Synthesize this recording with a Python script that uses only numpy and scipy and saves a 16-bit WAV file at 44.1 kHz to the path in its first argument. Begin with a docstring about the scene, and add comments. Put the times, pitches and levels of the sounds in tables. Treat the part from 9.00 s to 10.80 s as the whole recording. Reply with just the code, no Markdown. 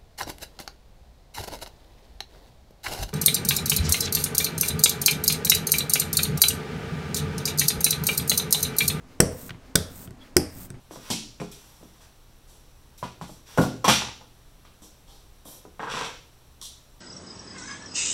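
"""A rubber hand roller spreads sticky ink on a slab lying on a table, three strokes in a small room.
Over the quiet noise floor the arm swings back with a faint swish (filtered noise), once with a soft squeak.
Each landing thumps the slab (damped modes), and the axle clacks in its frame just after (a noise burst).
The ink then hisses as the roller is pushed along (random snaps) over a low rumble, and the loose axle
ticks, mostly as the roller lifts off."""
import sys
import numpy as np
from scipy import signal
from scipy.fft import rfft, irfft, next_fast_len
from scipy.io import wavfile
from scipy.ndimage import uniform_filter1d

SR = 44100
rng = np.random.default_rng(int(sys.argv[2]) if len(sys.argv) > 2 else 0)


def transcribe(u):
    """Save the signal u as a 16-bit wav file named by the first command-line argument.

    u: samples, shape (n,) or (channels, n), limited to [-1, 1]; the rate is SR.
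    q: integer samples, one column per channel.
    """
    v = np.clip(np.atleast_2d(u).T, -1, 1)
    q = np.round(v * 32767).astype(np.int16)
    wavfile.write(sys.argv[1], SR, q)


N = 79380
RING_T = np.arange(SR // 2) / SR  # time since a blow (s)

# spectrum of the background noise: frequency_hz, level_db
FLOOR_COLOUR = [(20, -4.5), (35, -8.5), (52, -1), (66, -17.5), (85, -10), (115, -13.5), (170, -15.5),
                (220, -14.5), (265, -7.5), (320, -18), (600, -22.5), (950, -25), (1800, -32), (3400, -37.5),
                (6700, -40), (15500, -51.5)]
FLOOR_DB = -49

# swings of the arm back: centre_s, half_length_s, level_db
RETURNS = [(0.125, 0.037, -60), (.675, 0.042, -60), (1.25, 0.044, -56.5)]
# spectrum of the swish: frequency_hz, level_db
SWISH_COLOUR = [(300, -18.5), (1400, 2), (2400, -1.5), (3400, -4), (5000, -5), (8500, -15), (15000, -17)]
SQUEAK_S, SQUEAK_HALF_S, SQUEAK_HZ, SQUEAK_WIDTH_HZ, SQUEAK_DB = 1.222, 0.0089, 3360, 120, -53

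# the roller lands: start_s, thump_db, contact_brightness_hz, hollow_ring_db, slap_db, axle_lag_s,
# clack_db, rattle_length_s, frame_ring_db, clack_midrange_db, handle_knock_db, clack_brightness_hz
LANDINGS = [(.2020, -5.5, 750, -6.5, -12, .0016, -8, 0.0023, 4.5, -4.5, 0.5, 16000),
            (0.754, -11, 700, -14, -24.5, 0.0013, -9.5, 0.004, -18.5, 9, 1, 16500),
            (1.3646, -11, 540, 5.5, -28.5, .0025, -8, 0.0019, -3, -9, -1.5, 13200)]
# modes of slab and table: frequency_hz, level_db, t60_s
SLAB_MODES = [(84.8, -17.5, 0.56), (103.2, -20, 0.37), (138.1, -15.5, .24), (170.3, -8, 0.18),
              (203.7, -13.5, .24), (261, -30.5, 0.25), (390, -17, .15), (426.4, -13.5, 0.22),
              (480, -26, 0.32), (550, -20.5, 0.18), (630, -23.5, 0.23), (641, -26.5, 0.42)]
# modes that ring more or less with the landing spot: frequency_hz, level_db, t60_s
HOLLOW_MODES = [(257.6, -17.5, 0.26), (304.7, -15, .28), (344, -8.5, .13), (360, -4.5, .12),
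                (774, -27, 0.23), (835, -28.5, 0.25)]
# modes of rubber meeting ink: frequency_hz, level_db, t60_s
SLAP_MODES = [(466, 2.5, 0.025), (944, -12.5, 0.0089)]
HEAVE_HZ, HEAVE_DB, HEAVE_T60_S = 250, 2, 0.012  # the first, quickly damped heave of the slab
SLAB_BUILD_S = 0.0019  # time constant with which the slab's ringing builds up
PULSE_SIZE = 2048  # length of the short sounds (samples)

# modes of the roller frame: frequency_hz, level_db, t60_s
FRAME_MODES = [(4790, -30.5, .03), (5170, -16.5, .018), (5790, -8, .015), (8060, -7, 0.0098),
               (8303, -3, 0.016)]
# modes of the handle's hollow knock: frequency_hz, level_db, t60_s
HANDLE_MODES = [(1380, -21.5, 0.035), (1513, -9, 0.031), (1861, -14.5, 0.026)]
# spectrum of the clack: frequency_hz, level_db
CLACK_COLOUR = [(200, -13), (1080, -22.5), (1500, -1), (2400, -5.5), (3700, -7.5), (5300, 3), (7100, -4.5),
                (8300, 4.5), (10000, -6), (14500, -7), (16500, -3.5)]
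CHATTER_T60_S, MIDRANGE_HZ, MIDRANGE_WIDTH_HZ = 0.0071, 3700, 590

# pushes through the ink: start_s, fastest_s, end_s
PUSHES = [(.31, .425, .484), (.88, 1.015, 1.055), (1.50, 1.615, 1.657)]
# spectrum of the ink hiss: frequency_hz, level_db
INK_COLOUR = [(300, -4), (700, -12.5), (1400, -9.5), (2600, -16), (4500, -14.5), (7200, -9), (8300, -3.5),
              (9100, -5.5), (10300, -15), (12200, -4.5), (14200, -3), (15700, -6)]
INK_DB, START_DB, END_DB = -44, -16.5, -2  # hiss when fastest; change at both ends of a push
STOP_DB_PER_S = 700  # added fall once a push has ended
THREADS_PER_S, THREAD_SPREAD_DB = 5300, 1
CRACKLE_PER_S, CRACKLE_DB = 79, -14  # thicker threads snap on their own; level against the hiss
# spectrum of the rumble under the ink: frequency_hz, level_db
RUMBLE_COLOUR = [(30, -16), (80, -4.5), (180, 3), (225, -5), (268, 2.5), (310, -9.5), (450, -15),
                 (700, -19), (2000, -31)]
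RUMBLE_DB, RUMBLE_GROWTH = -2, 0.46  # level against the hiss; dB of rumble per dB of hiss

# the axle ticks in its play, mostly at lift-off: start_s, tick_db, brightness_hz, length_s,
# frame_ring_db, handle_knock_db, thump_db
TICKS = [(.3232, -43.5, 15000, 0.00034, -13, -20.5, -37.5), (.4936, -40, 4740, 0.0039, -14, 12, -44),
         (.5058, -35, 3500, 0.0024, -29, 5, -34.5), (.5455, -48, 1730, 0.0011, -34, -2, -40.5),
         (1.0753, -46, 3300, 0.0019, -5, 7.5, -35.5), (1.1075, -49, 10100, 0.0013, -0.5, 8, -36),
         (1.6688, -49, 15000, .0005, -13, -18.5, -54.5), (1.7033, -38, 6070, 0.00093, 5.5, 0.5, -34),
         (1.741, -57, 2000, 0.017, -28.5, 8, -37)]
TICK_LOW_HZ = 1100  # a tick is weak below this
# modes of the slab, released: frequency_hz, level_db, t60_s
BUMP_MODES = [(108.4, -3.5, 0.15), (133, 3, 0.12), (170.3, -7, 0.23), (243, -15, 0.34), (360, -7, 0.12),
              (396, -17, 0.13), (670, -14, 0.057)]

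# decay of the room: frequency_hz, t60_s
ROOM_T60 = [(100, 0.28), (400, 0.45), (1500, 0.54), (5000, 0.38), (9000, 0.36), (15000, 0.18)]
# spectrum of the room's tail: frequency_hz, level_db
ROOM_COLOUR = [(60, 4), (200, -16.5), (600, -6), (1500, -16), (4500, -11), (8300, -17.5), (11000, -8),
               (15000, -18.5)]
EARLY_DB, EARLY_T60_S, WALL_DELAY_S = -14.5, 0.054, 0.004
CLACK_ROOM_DB, THUMP_ROOM_DB, TICK_ROOM_DB, INK_ROOM_DB = -0.5, 5, -1.5, -8  # sent to the room
SCATTER_HZ = 550  # the room hears the clack from all sides, which evens its spectrum over this width

LOW_CUT_HZ = 72
CLIP_TOP, TOP_HZ = 1.1, 15800  # recorder: overload ceiling (amplitude) and band limit


def amp(db):
    """Amplitude ratio: twenty decibels make a factor of ten."""
    return 10 ** (np.asarray(db) / 20)


def unit(x):
    """Normalisation to an rms of 1."""
    return x / np.sqrt(np.mean(x ** 2) + 1e-20)


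def along(points, hz):
    """Interpolation of (frequency, value) points along a logarithmic frequency axis."""
    point_hz, value = np.transpose(points)
    return np.interp(np.log(hz + 1), np.log(point_hz + 1), value)


def filtered(x, response):
    """Linear filtering: the spectrum is multiplied by a response of frequency."""
    size = next_fast_len(len(x) + SR // 4)
    hz = np.fft.rfftfreq(size, 1 / SR)
    return irfft(rfft(x, size) * response(hz), size)[:len(x)]


def noise(colour_db, size=N):
    """Coloured noise: white noise shaped by a spectrum in dB, with an rms of 1."""
    padded = next_fast_len(size)
    hz = np.fft.rfftfreq(padded, 1 / SR)
    spectrum = rfft(rng.standard_normal(padded)) * amp(colour_db(hz))
    return unit(irfft(spectrum, padded)[:size])


def add(track, s, sound):
    """Superposition: a sound is summed into the track from time s on."""
    i = round(s * SR)
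    track[i:i + len(sound)] += sound[:N - i]


def fade(t, t60):
    """Exponential decay: the amplitude falls by 60 dB in t60 seconds."""
    return np.exp(-np.log(1000) * np.maximum(t, 0) / t60)


def ring(modes, bright_hz=np.inf, size=None):
    """Modal superposition: damped sines, the high ones weakened by a soft contact."""
    t = RING_T[:size]
    total = np.zeros(len(t))
    for hz, db, t60 in modes:
        strength = amp(db) / np.hypot(1, hz / bright_hz)
        total += strength * np.sin(2 * np.pi * hz * t) * fade(t, t60)
    return total


def roll_off(ratio, order):
    """Low-pass roll-off: loss in dB as a frequency passes a corner."""
    return -10 * np.log10(1 + ratio ** order)


def noise_floor():
    """Stationary noise: a steady random background with a fixed spectrum."""
    return amp(FLOOR_DB) * noise(lambda hz: along(FLOOR_COLOUR, hz))


def swell(centre_s, half_s, db):
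    """Gaussian envelope: a level that rises and falls smoothly about its centre."""
    t = np.arange(N) / SR
    return amp(db) * np.exp(-0.5 * ((t - centre_s) / half_s) ** 2)


def return_swishes():
    """Broadband noise: the arm swishes as it draws the roller back."""
    envelope = sum(swell(*row) for row in RETURNS)
    return noise(lambda hz: along(SWISH_COLOUR, hz)) * envelope


def squeak():
    """Narrow-band noise: energy close to one frequency makes a soft squeak of the roller."""
    resonance = lambda hz: -20 * np.log10(1 + ((hz - SQUEAK_HZ) / SQUEAK_WIDTH_HZ) ** 2)
    return noise(resonance) * swell(SQUEAK_S, SQUEAK_HALF_S, SQUEAK_DB)


def axle(length_s, colour_db, frame_db, handle_db):
    """Impact excitation: the axle chatters in its holes for a moment and rings frame and handle."""
    burst = noise(colour_db, size=PULSE_SIZE)
    chatter = burst * fade(RING_T[:PULSE_SIZE] - length_s, CHATTER_T60_S)
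    frame = amp(frame_db) * ring(FRAME_MODES, size=PULSE_SIZE)
    handle = amp(handle_db) * ring(HANDLE_MODES, size=PULSE_SIZE)
    return chatter + frame + handle


def scattered(x, size=128):
    """Spectral averaging: a short pulse keeps the energy and broad colour of x."""
    width = max(3, int(SCATTER_HZ * len(x) / SR))
    power = uniform_filter1d(np.abs(rfft(x)) ** 2, width)
    pulse = irfft(np.sqrt(np.abs(power)))
    return np.roll(pulse, size)[:2 * size] * np.hanning(2 * size)


def room(x):
    """Reverberation: convolution with early reflections and a tail that decays by frequency."""
    hz, t, z = signal.stft(rng.standard_normal(len(RING_T)), SR, nperseg=256)
    decay = fade(t, along(ROOM_T60, hz)[:, None])
    tail = signal.istft(z * decay, SR, nperseg=256)[1]
    tail = filtered(tail / np.linalg.norm(tail), lambda f: amp(along(ROOM_COLOUR, f)))
    early = rng.standard_normal(len(tail)) * fade(np.arange(len(tail)) / SR, EARLY_T60_S)
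    early = amp(EARLY_DB) * early / np.linalg.norm(early)
    answer = signal.fftconvolve(x, tail + early)
    return np.pad(answer, (round(WALL_DELAY_S * SR), 0))


def landings():
    """Impact and resonance: rubber slaps and heaves the slab, whose ringing builds up; the axle follows."""
    out = np.zeros(N)
    hollow = ring(HOLLOW_MODES)
    build = 1 - np.exp(-RING_T / SLAB_BUILD_S)
    heave = ring([(HEAVE_HZ, HEAVE_DB, HEAVE_T60_S)], size=PULSE_SIZE)
    for (s, thump_db, contact_hz, hollow_db, slap_db, lag_s, clack_db, rattle_s,
         frame_db, mid_db, handle_db, bright_hz) in LANDINGS:
        slab = (ring(SLAB_MODES, contact_hz) + amp(hollow_db) * hollow) * build
        slap = amp(slap_db) * ring(SLAP_MODES, size=PULSE_SIZE)
        thump = slap + amp(thump_db) * heave

        def colour(hz):
            midrange = mid_db * np.exp(-((hz - MIDRANGE_HZ) / MIDRANGE_WIDTH_HZ) ** 2)
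            return along(CLACK_COLOUR, hz) + midrange + roll_off(hz / bright_hz, order=10)

        clack = amp(clack_db) * axle(rattle_s, colour, frame_db, handle_db)
        add(out, s, thump)
        add(out, s, amp(thump_db) * slab)
        add(out, s, amp(THUMP_ROOM_DB) * room(thump))
        add(out, s, amp(CLACK_ROOM_DB) * room(scattered(clack)))
        add(out, s + lag_s, clack)
    return out


def ink_threads():
    """Shot noise: countless ink threads snap at random, and thicker ones crackle on their own."""
    strength = rng.standard_normal(N) * amp(THREAD_SPREAD_DB * rng.standard_normal(N))
    snaps = (rng.random(N) < THREADS_PER_S / SR) * strength
    crackle = (rng.random(N) < CRACKLE_PER_S / SR) * rng.standard_normal(N)
    mixed = unit(snaps) + amp(CRACKLE_DB) * unit(crackle)
    return unit(filtered(mixed, lambda hz: amp(along(INK_COLOUR, hz))))


def rolling():
    """Rate-dependent excitation: hiss behind the roller grows with speed, over the rumble of the slab."""
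    t = np.arange(N) / SR
    hiss, rumble = np.zeros(N), np.zeros(N)
    for start, fastest, end in PUSHES:
        rising_db = START_DB * ((fastest - t) / (fastest - start)) ** 2
        slowing_db = END_DB * ((t - fastest) / (end - fastest)) ** 2
        speed_db = np.where(t < fastest, rising_db, slowing_db)
        speed_db = speed_db - STOP_DB_PER_S * np.maximum(t - end, 0)
        hiss += amp(INK_DB + speed_db)
        rumble += amp(INK_DB + RUMBLE_DB + RUMBLE_GROWTH * speed_db)
    roll = hiss * ink_threads() + rumble * noise(lambda hz: along(RUMBLE_COLOUR, hz))
    return roll + amp(INK_ROOM_DB) * room(roll)[:N]


def ticks():
    """Impact in a loose joint: light knocks of the axle, each with a soft bump of the slab."""
    out, to_room = np.zeros(N), np.zeros(N)
    bump = ring(BUMP_MODES) * (1 - np.exp(-RING_T / SLAB_BUILD_S))
    for s, db, bright_hz, length_s, frame_db, handle_db, thump_db in TICKS:

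        def colour(hz):
            return roll_off(hz / bright_hz, order=6) + roll_off(TICK_LOW_HZ / (hz + 1), order=4)

        tick = amp(db) * axle(length_s, colour, frame_db, handle_db)
        add(out, s, tick)
        add(out, s, amp(thump_db) * bump)
        add(to_room, s, scattered(tick))
    return out + amp(TICK_ROOM_DB) * room(to_room)[:N]


def low_cut(x):
    """High-pass filtering: the microphone picks up little of the strokes' deepest bass."""
    return signal.sosfilt(signal.butter(2, LOW_CUT_HZ, 'high', fs=SR, output='sos'), x)


def scene():
    """Superposition: the strokes sound over the quiet room."""
    strokes = low_cut(landings() + rolling() + ticks())
    return (noise_floor() + return_swishes() + squeak() + strokes)[None]


def record(dry):
    """Saturation and band limiting: the clacks just overload the recorder, which cuts the top treble."""
    clipped = dry[0] / (1 + (dry[0] / CLIP_TOP) ** 8) ** (1 / 8)
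    return filtered(clipped, lambda hz: 1 / np.hypot(1, (hz / TOP_HZ) ** 120))[None]


dry = scene()
out = record(dry)
transcribe(out)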